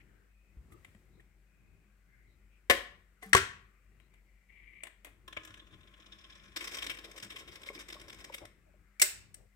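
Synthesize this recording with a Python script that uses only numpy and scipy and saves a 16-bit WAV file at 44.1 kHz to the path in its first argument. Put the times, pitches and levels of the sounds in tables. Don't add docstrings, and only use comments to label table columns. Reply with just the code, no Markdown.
import sys
import numpy as np
from scipy import signal
from scipy.fft import rfft, irfft, next_fast_len
from scipy.io import wavfile
from scipy.ndimage import uniform_filter1d, map_coordinates

SR = 44100
rng = np.random.default_rng(int(sys.argv[2]) if len(sys.argv) > 2 else 0)


def master(y):
    cut = np.clip(np.atleast_2d(y).T, -1, 1)
    pcm = np.round(cut * 32767)
    wavfile.write(sys.argv[1], SR, pcm.astype(np.int16))


def boost(x):
    u = np.asarray(x, float) / 20
    return 10 ** u


N = 421155
T = np.arange(N) / SR
TINY = 1e-12


def unit(x):
    return x / np.sqrt(np.mean(x ** 2) + 1e-20)


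def along(points, hz):
    f, v = np.transpose(points)
    return np.interp(np.log(hz + 1), np.log(f + 1), v)


def curve(rows):
    s, db = np.transpose(rows)
    return boost(np.interp(T, s, db, left=-200, right=-200))


def wobble(rate):
    coarse = T[::32]
    knots = rng.standard_normal(int(N * rate / SR) + 4)
    return np.interp(T, coarse, map_coordinates(knots, [coarse * rate]))


def filtered(x, response):
    m = next_fast_len(N + 8192)
    return irfft(rfft(x, m) * response(np.fft.rfftfreq(m, 1 / SR)), m)[..., :N]


def split(bright, dull, split_hz):
    keep = np.exp(-2 * np.pi * split_hz / SR)
    return bright + signal.lfilter([(1 - keep) ** 2], [1, -2 * keep, keep ** 2], dull - bright + TINY)


def rush(colour):
    # (frequency [Hz], likeness [0-1])
    likeness = [(50, .85), (200, 0.75), (600, 0.88), (1700, 0.54), (5000, 0.045)]
    # (frequency [Hz], left over right [dB])
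    balance = [(60, 11), (180, 6), (550, 0.5), (1650, 17.5), (4970, -3.5), (15000, -1.5)]
    hz = np.fft.rfftfreq(next_fast_len(N), 1 / SR)
    turn = np.arccos(np.clip(along(likeness, hz), -1, 1)) / 2
    mid, side = rng.standard_normal((2, len(hz))) + 1j * rng.standard_normal((2, len(hz)))
    pair = np.cos(turn) * mid + np.sin(turn) * side * [[1], [-1]]
    gain = boost(along(colour, hz)) * boost(np.outer([.5, -.5], along(balance, hz)))
    return unit(irfft(pair * gain)[:, :N])


def patchy(x, depth_db):
    z = signal.stft(x, nperseg=512)[2]
    field = uniform_filter1d(rng.standard_normal(z.shape[1:]), size=3, axis=0)
    field = uniform_filter1d(field, size=40, axis=1)
    return unit(signal.istft(z * boost(depth_db * unit(field)), nperseg=512)[1][:, :N])


def grit(shape, spiky_db, alike):
    size = boost(spiky_db * np.clip(rng.standard_normal(shape), -2, 2))
    shared, left, right = size * rng.standard_normal((3, shape))
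    share = np.clip(alike, 0, 1)
    return unit(share * shared + np.sqrt(1 - share ** 2) * np.array([left, right]))


def drag(gain, spiky_db, alike):
    touch = np.flatnonzero(gain > TINY ** .5)
    x = np.zeros((2, N))
    x[:, touch] = grit(len(touch), spiky_db, alike)
    return x


def tinted(swarm, share):
    hz = np.exp(rng.uniform(np.log(2500), np.log(9000)))
    return unit(swarm + share * unit(signal.lfilter(*signal.iirpeak(hz, 3.5, SR), swarm)))


def contacts(rows, split_hz, rise, edge, pan_db, spiky_db, tint, trail=0):
    trail_s = .018
    bright, dull = np.zeros((2, N + SR)), np.zeros((2, N + SR))
    t = np.arange(SR // 12) / SR
    for s, db, dull_db, length, *own_pan in rows:
        length = max(length, .001)
        fall = np.exp(-(t / length) ** edge) + trail * np.exp(-t / trail_s)
        shape = (1 - np.exp(-t / rise)) * fall
        pan = boost(np.outer([.5, -.5], own_pan or [pan_db]))
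        swarm = tinted(grit(len(t), spiky_db, alike=0.65), tint)
        swarm = boost(db) * pan * shape / shape.max() * swarm
        start = round((s - rise / 2) * SR)
        bright[:, start:][:, :len(t)] += swarm
        dull[:, start:][:, :len(t)] += boost(dull_db) * swarm
    return split(bright[:, :N], dull[:, :N], split_hz)


def struck(rows):
    return contacts(rows, split_hz=1000, rise=.001, edge=0.96, pan_db=0, spiky_db=2.5, tint=0.08)


def ring(x, body, broad_db):
    colour, peaks = body
    hz = np.fft.rfftfreq(8192, 1 / SR)
    power = boost(along(colour, hz) + broad_db) ** 2
    for centre, width, db in peaks:
        width = max(width, centre / 40)
        power = power + boost(db) ** 2 / (1 + (2 * (hz - centre) / width) ** 2) ** 2
    cep = irfft(np.log(power + 1e-9) / 2)
    cep[1:4096], cep[4097:] = 2 * cep[1:4096], 0
    h = irfft(np.exp(rfft(cep)))
    return signal.oaconvolve(x, h[None] / np.linalg.norm(h), axes=1)[:, :N]


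def modes(rows, attack, rough=.03, apart=.6):
    x = np.zeros((2, N + SR))
    t = np.arange(SR // 2) / SR
    for s, db, hz, t60 in rows:
        steps = rough * (hz / 1200) ** .8 * rng.standard_normal((3, len(t)))
        both, left, right = np.cumsum(steps, axis=1)
        phase = 2 * np.pi * hz * t + both + apart * np.array([left, right])
        decay = boost(db - 60 * t / t60) * (1 - np.exp(-t / attack))
        x[:, round(s * SR):][:, :len(t)] += decay * np.sin(phase)
    return x[:, :N]


def hiss(load, grip):
    # (frequency [Hz], level [dB per Hz])
    hiss_colour = [(290, -39), (500, -3.5), (900, -14), (1500, -15), (2100, -8), (3300, -16), (6000, -18.5),
                   (10500, -21.5), (13500, -18), (16000, -21.5)]
    return boost(-81.5 + 3 + 5.5 * grip) * load ** .2 * rush(hiss_colour)


def rumble(load, grip):
    # (frequency [Hz], level [dB per Hz])
    rumble_colour = [(30, -17), (60, 2.5), (100, -1), (170, -4.5), (260, -11.5), (380, -7.5), (500, -22.5),
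                     (1500, -31), (2500, -91.5)]
    turn_s, peak_s, throb_db = .575, 1.76, 3.5
    throb = np.cos(2 * np.pi * (T - peak_s) / turn_s)
    level_db = -74.5 + 3.5 + 11 * grip + throb_db * throb + 2.1 * wobble(11)
    return boost(level_db) * load ** .6 * rush(rumble_colour)


def hum(load):
    # (frequency [Hz], level [dB], drift [Hz], share of the load followed [0-1])
    tones = [
        (49, -66.5, 1.2, .05),
        (200, -82, 3, .8),
    ]
    x = np.zeros(N)
    for hz, db, drift, follows in tones:
        level = boost(db + 3.0 + 2.8 * wobble(17)) * load ** follows
        x = x + level * np.sin(2 * np.pi * np.cumsum(hz + drift * wobble(7.2)) / SR)
    return x * boost([[2.2], [-2.2]])


def whirr(load):
    # (frequency [Hz], level [dB per Hz])
    whirr_colour = [(650, -43), (1100, -7), (1690, -6.5), (2100, -1.5), (2520, -4), (3600, -26),
                    (7920, -120)]
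    return boost(-82 + 3.5 + 1.1 * wobble(6.3)) * load * patchy(rush(whirr_colour), depth_db=4)


def motor():
    # (time [s], level [dB])
    effort = [
        (0, 6),
        (.35, -3),
        (2.3, -0.5),
        (2.6, 1),
        (5.15, -1),
        (5.35, 5),
        (6.5, 8),
        (8.4, 7),
        (8.6, 2),
        (9.6, 1),
    ]
    load = curve(effort)
    grip_s, grip_length_s = 0.85, 0.24
    grip = np.exp(-((T - grip_s) / grip_length_s) ** 2)
    return hum(load) + whirr(load) + hiss(load, grip) + rumble(load, grip)


def arm_pivot():
    # (time [s], level [dB])
    scrape = [(4.25, -78), (4.478, -77), (4.506, -63), (4.6, -62), (4.662, -59), (4.75, -59.5), (4.83, -57),
              (4.87, -60)]
    # (frequency [Hz], level [dB per Hz])
    pivot_colour = [(710, -57), (1200, -22), (1300, -52), (1780, -18), (1980, -1), (2360, 1.5), (2490, -13),
                    (2770, -11), (4500, -39), (9900, -120)]
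    return curve(scrape) * boost(2.5 * wobble(140)) * rush(pivot_colour)


def rubs():
    # (time [s], length [s], frequency [Hz], width [Hz], level [dB])
    strokes = [(0, 0.022, 2200, 700, -64), (0.698, 0.099, 1240, 130, -70),
               (0.713, 0.03, 10700, 9050, -71.5), (6.05, .49, 5250, 500, -80), (.02, .33, 1600, 700, -78),
               (.71, .065, 330, 100, -63), (1.17, .04, 370, 100, -66), (.28, .32, 2500, 200, -80),
               (1.45, .49, 2500, 200, -81), (2.06, .28, 2100, 200, -75), (2.06, .2, 1600, 300, -78),
               (2.5, .1, 2450, 500, -76), (4.1, .12, 2200, 500, -76), (8.405, .05, 600, 500, -58),
               (8.655, .06, 621, 90, -73), (9.35, .12, 500, 300, -72), (1.5, .33, 110, 90, -72),
               (2.05, .25, 130, 100, -75), (9.08, .42, 90, 60, -69), (.02, .3, 330, 200, -78)]
    brush_times = (1.11, 2.265, 3.99)
    # length [s], frequency [Hz], width [Hz], level [dB]
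    brush = (.1, 3880, 450, -86)
    x = np.zeros((2, N + SR))
    t = np.arange(SR // 2) / SR
    for s, length, hz, width_hz, db in strokes + [(s, *brush) for s in brush_times]:
        b, a = signal.iirpeak(hz, hz / width_hz, SR)
        noise = rng.standard_normal((2, SR // 2))
        noise = signal.lfilter(b, a, signal.lfilter(b, a, noise))
        stroke = np.sqrt(np.sin(np.pi * np.clip(t / length, 0, 1)).clip(0))
        x[:, round(max(s, 0) * SR):][:, :len(t)] += boost(db) * stroke * unit(noise)
    return x[:, :N] * boost([[4.5], [-1.5]])


def plinth():
    # (time [s], peak level [dB], frequency [Hz], 60 dB decay [s])
    thuds = [(.57, -39, 61, 0.18), (.72, -50, 90, .12), (.885, -49, 85, .12), (.95, -52, 200, .05),
             (5.5, -52, 94, .2), (2.7, -37.5, 78.5, 0.2), (3.26, -52, 194, 0.7), (3.348, -20.5, 85, 0.071),
             (5.371, -47, 88, 0.08), (7.701, -39, 430, 0.05), (7.705, -43, 560, .04), (7.7, -46, 1080, .08),
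             (7.965, -48, 1080, .07), (7.23, -50, 110, .1), (7.25, -52, 200, .12), (7.775, -47, 350, .05),
             (8.302, -43, 540, 0.04), (8.417, -46, 330, 0.05), (8.42, -47, 600, .04), (8.43, -50, 90, .12)]
    # (time [s], peak level [dB], frequency [Hz])
    gear_knocks = [(7.049, -52, 447), (7.09, -54, 603), (7.174, -52, 549), (7.304, -51, 342),
                   (7.348, -50, 425), (7.496, -52, 369), (7.564, -54, 345), (7.671, -50, 554),
                   (7.758, -44, 339), (7.89, -53, 345), (7.925, -51, 353), (7.955, -48, 598),
                   (8.018, -52, 323), (8.345, -49, 549), (8.452, -50, 608)]
    knock_t60_s = .05
    bumps = modes(thuds + [(*row, knock_t60_s) for row in gear_knocks], attack=0.00041)
    return filtered(bumps, lambda hz: (1j * hz / (38 + 1j * hz)) ** 2) * boost([[2.2], [-.2]])


def links():
    # (time [s], peak level [dB], dull part [dB], length [s], left over right [dB])
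    tick_rows = [(0.7212, -58, -4, 0.007, -5), (0.847, -48, -21, 0.0045, 4), (0.9482, -60, -7, 0.0034, 9),
                 (1.2017, -60, -6, 0.0063, -2), (4, -61, -8, 0.005, 8), (4.139, -59, -19, 0.0051, 8.5),
                 (4.8345, -40, -4, 0.005, 8), (4.8694, -43, -20.5, 0.005, 3.5), (4.85, -52, 4, .014, 6),
                 (5.047, -43, -3, 0.005, 3), (5.056, -51, 2, .012, 4), (5.0688, -52, 12, 0.008, 4.5)]
    # (frequency [Hz], width [Hz], level [dB])
    link_body = [(150, -48), (250, -12), (618, -6.5), (1240, -8), (2280, -6), (4990, -27), (8120, -15.5),
                 (16000, -25)], [(330, 120, -3), (630, 120, 0), (1076, 120, -2), (2100, 820, 0.5),
                 (3040, 1350, -7.5)]
    return boost(-3.5) * ring(struck(tick_rows), link_body, broad_db=-1.5)


def springs():
    # (time [s], peak level [dB], dull part [dB], length [s], left over right [dB])
    flicks = [
        (3.2328, -55, -10, .004, 0),
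        (3.2602, -58, -10, .004, 0),
        (3.2927, -60, -10, .006, 0),
        (5.047, -50, -10, .004, 3),
        (5.2787, -56, -10, .003, 2),
        (5.4497, -56, -10, .005, 2),
        (8.343, -49, -10, .007, 1),
        (9.018, -25, -10, .008, 0),
    ]
    # (frequency [Hz], width [Hz], level [dB])
    steel = [(1500, -30), (4000, -12), (8000, -8), (12000, 0), (16000, -4)], [(12800, 1500, 0)]
    return ring(struck(flicks), steel, broad_db=0)


def ringing_parts():
    # (time [s], peak level [dB], frequency [Hz], 60 dB decay [s])
    ringing_tones = [(.848, -45, 2050, 0.03), (1.197, -54, 1850, 0.04), (3.226, -58, 8900, .12),
                     (2.698, -16.5, 510, 0.05), (3.222, -50, 2150, 0.04), (3.226, -48, 720, 0.08),
                     (3.228, -54, 441, 0.3), (3.336, -21, 1946, 0.04), (4.835, -44, 2510, .02),
                     (4.835, -35, 8100, .02), (3.35, -7, 1100, .034), (5.37, -30, 2290, 0.035),
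                     (5.37, -41, 610, .04), (5.372, -42, 1075, .05), (7.688, -28, 2170, 0.021),
                     (8.343, -35, 2100, .035), (9.343, -41, 8600, .025), (8.74, -60, 621, .08),
                     (7.778, -41, 2300, 0.032), (8.298, -38.5, 944, 0.025), (8.998, -24, 2180, 0.025),
                     (9.002, -33, 2250, .06), (9.017, -36, 598, 0.12),
                     (2.698, -19.5, 1740, .09), (2.706, -24, 1910, .08), (2.701, -22, 2095, .1),
               (2.701, -25, 2550, .08), (2.706, -29, 1085, .08), (2.7, -30, 280, .07), (2.7, -33, 876, .06),
               (2.706, -35, 1373, .05), (2.714, -28, 545, .17), (2.72, -37, 340, .15),
               (3.229, -43, 2035, .12), (3.226, -50, 1071, .1), (3.24, -58, 775, .3),
               (3.235, -54, 1782, .15), (3.331, -9, 1830, .022), (3.334, -20, 1340, .1),
               (3.332, -24, 7970, .03), (3.35, -24, 7970, .03), (3.349, -24, 385, .17),
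               (3.39, -33, 1500, .18), (3.378, -24, 2100, .04), (3.348, -26, 700, .04),
               (3.348, -21, 500, .035), (3.349, -26, 190, .05), (3.357, -26, 1570, .12),
               (3.36, -25, 2025, .1), (3.37, -32, 1370, .25), (9.017, -23, 2065, .1),
               (9.017, -32, 2800, .07), (9.019, -23, 5600, .05), (9.022, -25, 5230, .04),
               (9.021, -21, 7950, .045), (9.025, -44, 370, .12), (9.018, -42, 1070, .06)]
    return modes(ringing_tones, attack=0.00069) * boost([[2.5], [-2.5]])


def teeth(rows):
    x = contacts(rows, split_hz=4520, rise=0.004, edge=3.2, pan_db=2, spiky_db=5.5, tint=0.35, trail=.17)
    return boost(-3.5) * x


def idling_gear():
    # (time [s], peak level [dB])
    idle_teeth = [(5.5952, -52), (5.6685, -56), (5.7084, -66), (5.7269, -61), (5.7384, -55), (5.8067, -56),
                  (5.8314, -63), (5.8726, -55), (5.9369, -56), (5.9988, -53), (6.0214, -58), (6.0606, -51),
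                  (6.122, -49), (6.1843, -54), (6.2094, -59), (6.2397, -50), (6.2996, -50), (6.323, -54),
                  (6.3525, -50), (6.3734, -57), (6.3959, -57), (6.4348, -54), (6.4544, -56), (6.4794, -59),
                  (6.5191, -57)]
    dull_db, brighter_db_per_s, length_s = 6, 10, .014
    first_s = idle_teeth[0][0]
    idle = teeth([(s, db - 7, dull_db - brighter_db_per_s * (s - first_s), length_s) for s, db in idle_teeth])
    pawl_s, pawl_rise_s, pawl_hz, pawl_gain = 5.9, .2, 5350, 3.0
    riding = np.clip((T - pawl_s) / pawl_rise_s, 0, 1)
    idle = idle + pawl_gain * riding * signal.lfilter(*signal.iirpeak(pawl_hz, 6, SR), idle + TINY)
    return idle + 1.8 * signal.lfilter(*signal.iirpeak(3500, 3, SR), idle + TINY)


def catches(rows, dull_db):
    rebound_s, sharpens = 0.016, .5
    both = [(s, db, length) for s, db, length, *_ in rows]
    both += [(s + rebound_s, db + back[0], length) for s, db, length, *back in rows if back]
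    return [(s, db, dull_db - sharpens * (db + 36.5), length) for s, db, length in both]


def cam_rubbing(loaded):
    # (time [s], level [dB])
    pressure = [
        (5.25, -94),
        (5.385, -66),
        (5.52, -70),
        (5.65, -76),
        (6.53, -67),
        (6.66, -57.5),
        (6.8, -58),
        (7.02, -65),
        (8.3, -65),
        (8.5, -85),
    ]
    bright = curve(pressure)
    dull = boost(np.where(loaded, -62.5, -67)) * (bright / boost(-65)) ** 0.2
    rough = drag(bright, spiky_db=8.0, alike=0.81) * boost([[-1.5], [-4.5]])
    bright_part = boost(5.5) * bright * boost(3.0 * wobble(70)) * rough
    dull_part = boost(7.5) * dull * boost(4.1 * wobble(45)) * rough
    return split(bright_part, dull_part, split_hz=1300)


def cam():
    # (time [s], peak level [dB], dull part [dB], length [s])
    engage = [
        (5.2787, -44, 2, 0.0094),
        (5.3268, -42, -2.5, 0.01),
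        (5.3676, -49, 15, 0.012),
        (5.4333, -49.5, 0, 0.012),
        (5.4497, -41, -8, 0.0074),
        (5.4746, -47, 2, 0.0087),
        (5.5055, -50.5, 1, 0.0085),
        (5.5412, -42.5, -12, 0.007),
        (5.5726, -52.5, 2.5, 0.012),
    ]
    # (time [s], peak level [dB], length [s], rebound [dB] if any)
    bite = [(6.562, -26.5, 0.018), (6.607, -34.5, 0.014), (6.622, -38, .016), (6.64, -33, 0.02),
            (6.673, -31, 0.013, -10), (6.712, -38.5, 0.025), (6.733, -38, .012), (6.744, -30, 0.016),
            (6.77, -32, .01, 0.5), (6.822, -30.5, 0.014), (6.841, -34, .012), (6.865, -28.5, 0.0095),
            (6.897, -28.5, 0.013), (6.911, -34, .012), (6.946, -42, .01)]
    # (time [s], peak level [dB], length [s], rebound [dB] if any)
    rake = [(6.971, -43, 0.0097, 4), (7.042, -40, 0.021), (7.097, -52, .01, 10), (7.161, -42.5, 0.013, 5.5),
            (7.2, -40, 0.0065), (7.226, -33, 0.014, -7), (7.301, -38, 0.016, -5), (7.36, -38, 0.019),
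            (7.384, -40, 0.022, -7), (7.476, -44, 0.022), (7.515, -47, .03, -6), (7.555, -39, 0.011),
            (7.616, -43.5, 0.0098, 0.5), (7.66, -41.5, 0.029, -3.5), (7.73, -49.5, 0.025, 7),
            (7.79, -38, .018, -2), (7.885, -38, 0.011, -1.5), (7.926, -35, 0.009, -6),
            (7.998, -42.5, 0.0076, 2.5), (8.082, -42.5, .01, 3), (8.128, -41, .009, -3),
            (8.186, -46.5, 0.017, 1), (8.243, -36, .01), (8.323, -44.5, 0.016, 8), (8.381, -41, 0.0086),
            (8.453, -40, 0.0072)]
    # (frequency [Hz], width [Hz], level [dB])
    free_body = [(120, -46), (200, -8.5), (612, -8.5), (791, -16.5), (1080, -10.5), (1230, -2),
                 (3190, -5.5), (4430, -35), (5230, -15), (16000, -33)], [(319, 45, 2), (604, 68, -3),
                 (1070, 70, 5), (1700, 100, 3), (3480, 730, -5), (5270, 720, -19.5), (6610, 240, -38)]
    loaded_body = [(120, -30), (200, -8), (548, 4), (821, -5.5), (1060, -1), (2170, 3.5), (4520, -13.5),
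                   (5230, -13), (16000, -28)], [(331, 147, 4), (560, 84, -13.5), (1077, 65, 6.5),
                   (1695, 70, -1), (2203, 120, 3), (3200, 300, -3), (3650, 350, -2), (5150, 350, -7),
                   (5600, 400, -10), (8260, 1260, -18), (13340, 2400, -18)]
    loaded = T > bite[0][0]
    bed = cam_rubbing(loaded)
    free = ring(teeth(engage) + idling_gear() + bed * ~loaded, free_body, broad_db=-1.5)
    caught = teeth(catches(bite, dull_db=-10) + catches(rake, dull_db=-15))
    return free + ring(caught + bed * loaded, loaded_body, broad_db=-3)


def latch():
    # (time [s], peak level [dB], dull part [dB], length [s], left over right [dB])
    trip = [
        (2.6986, -9, -5, 0.0058, 0.5),
        (2.7034, -18.5, -6.5, 0.0025, 5),
        (2.7082, -13, -12, 0.0057, 2.5),
    ]
    # (frequency [Hz], width [Hz], level [dB])
    latch_body = [(90, -45), (150, -14.5), (700, -9.5), (1300, -14.5), (3000, -13), (4500, -19.5),
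                  (8000, -28.5), (13000, -26.5), (16500, -32.5)], [(500, 300, -5), (1950, 1100, -8)]
    return boost(-6.5) * ring(struck(trip), latch_body, broad_db=1.5)


def disc():
    # (time [s], peak level [dB], dull part [dB], length [s], left over right [dB])
    falls = [
        (3.2261, -47, 9.5, 0.006, 9.5),
        (3.3318, -9, -26, 0.003, 5),
        (3.3405, -20, -8, .005, 3),
        (3.349, -9, -12, 0.0035, 3.3),
        (3.3657, -15.5, -12, 0.008, 3.6),
        (3.3773, -24, -11, 0.006, 3.2),
    ]
    # (time [s], level [dB])
    slide = [(3.215, -66.5), (3.229, -55), (3.3, -64), (3.325, -66)]
    # (frequency [Hz], width [Hz], level [dB])
    disc_body = [(90, -40), (150, -10.5), (400, -8), (800, -20), (1500, -6), (3300, -13), (8000, -20),
                 (13000, -29.5), (16500, -34)], [(1130, 220, -2), (1900, 600, -5), (5350, 560, -21)]
    gain = curve(slide)
    slip = gain * drag(gain, spiky_db=1.0, alike=.7)
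    return ring(boost(-6.5) * struck(falls) + boost(-4) * slip, disc_body, broad_db=4)


def lever():
    # (time [s], peak level [dB], dull part [dB], length [s], left over right [dB])
    snap = [
        (8.345, -37, -20, 0.0077, 1.5),
        (8.998, -25, -17, 0.0067, 2),
        (9.008, -33, -12, 0.0047, 0),
        (9.0165, -6.5, -27, 0.012, -0.5),
        (9.343, -42, -11, 0.0085, 4.5),
    ]
    # (frequency [Hz], width [Hz], level [dB])
    lever_body = [(88, -67.5), (150, -18), (589, -17), (1210, -18), (1940, -5), (4490, -10), (5150, -9),
                  (8230, -8.5), (16000, -11.5)], [(2050, 450, -1), (2780, 250, -11), (5460, 700, -4.5),
                  (8100, 1100, -2), (9600, 400, -16)]
    x = contacts(snap, split_hz=850, rise=.003, edge=2.0, pan_db=0, spiky_db=2.0, tint=0.11)
    return boost(-10.5) * ring(x, lever_body, broad_db=3.5)


def room(x):
    # (frequency [Hz], 60 dB decay [s])
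    decay_times = [(100, 0.52), (600, 0.4), (1300, 0.47), (5000, 0.37), (12000, 0.26)]
    hz, t, z = signal.stft(rng.standard_normal((2, SR * 3 // 4)), SR, nperseg=256)
    apart = (hz / (hz + 450))[:, None]
    z = np.array([z[0] + apart * z[1], z[0] - apart * z[1]]) / np.sqrt(1 + apart ** 2)
    fading = boost(-60 * t / along(decay_times, hz)[:, None])
    tail = signal.istft(z * fading, SR, nperseg=256)[1]
    tail = np.pad(tail / np.linalg.norm(tail[0]), ((0, 0), (200, 0)))
    return signal.fftconvolve(x, tail, axes=1)[:, :N]


def ports(x):
    # (frequency [Hz], left over right [dB])
    shade = [(100, 0), (700, 0), (1300, -1), (2400, 5), (4400, -2), (8000, 0), (15000, 0)]
    narrow_hz, early_s = 420, .00018

    def lead(hz):
        lean_db = along(shade, hz) + 1.2 * narrow_hz / (hz + narrow_hz)
        return np.exp(1j * np.pi * np.outer([1, -1], hz) * early_s) * boost(np.outer([.5, -.5], lean_db))

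    mid = x.mean(axis=0)
    side = filtered((x[0] - x[1]) / 2, lambda hz: hz ** 2 / (hz ** 2 + narrow_hz ** 2))
    return filtered(np.array([mid + side, mid - side]), lead)


def scene():
    floor = motor() + arm_pivot() + rubs()
    bumps = plinth()
    pings = ringing_parts()
    chatter = cam()
    blows = links() + springs() + latch() + disc() + lever()
    wet = room(boost(-8) * blows + boost(-17) * pings + boost(-10) * chatter + boost(-10) * bumps)
    return ports(blows + pings + chatter + wet) + bumps + floor


def top_cut(x):
    return signal.sosfilt(signal.butter(12, 16820, fs=SR, output="sos"), x)


def record(dry):
    # frequency [Hz], width [Hz], gain
    port_hz, width_hz, gain = (8000, 1300, 1.1)
    top_hz = 15950

    def response(f):
        cavity = 1 + gain * 1j * f * width_hz / (port_hz ** 2 - f * f + 1j * f * width_hz)
        return cavity / (1 + np.exp(np.clip((f - top_hz) / 60, -50, 50)))

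    x = filtered(dry, response)
    mix = x / (1 + np.abs(x / .8) ** 4) ** (1 / 4)
    return top_cut(mix)


dry = scene()
out = record(dry)
master(out)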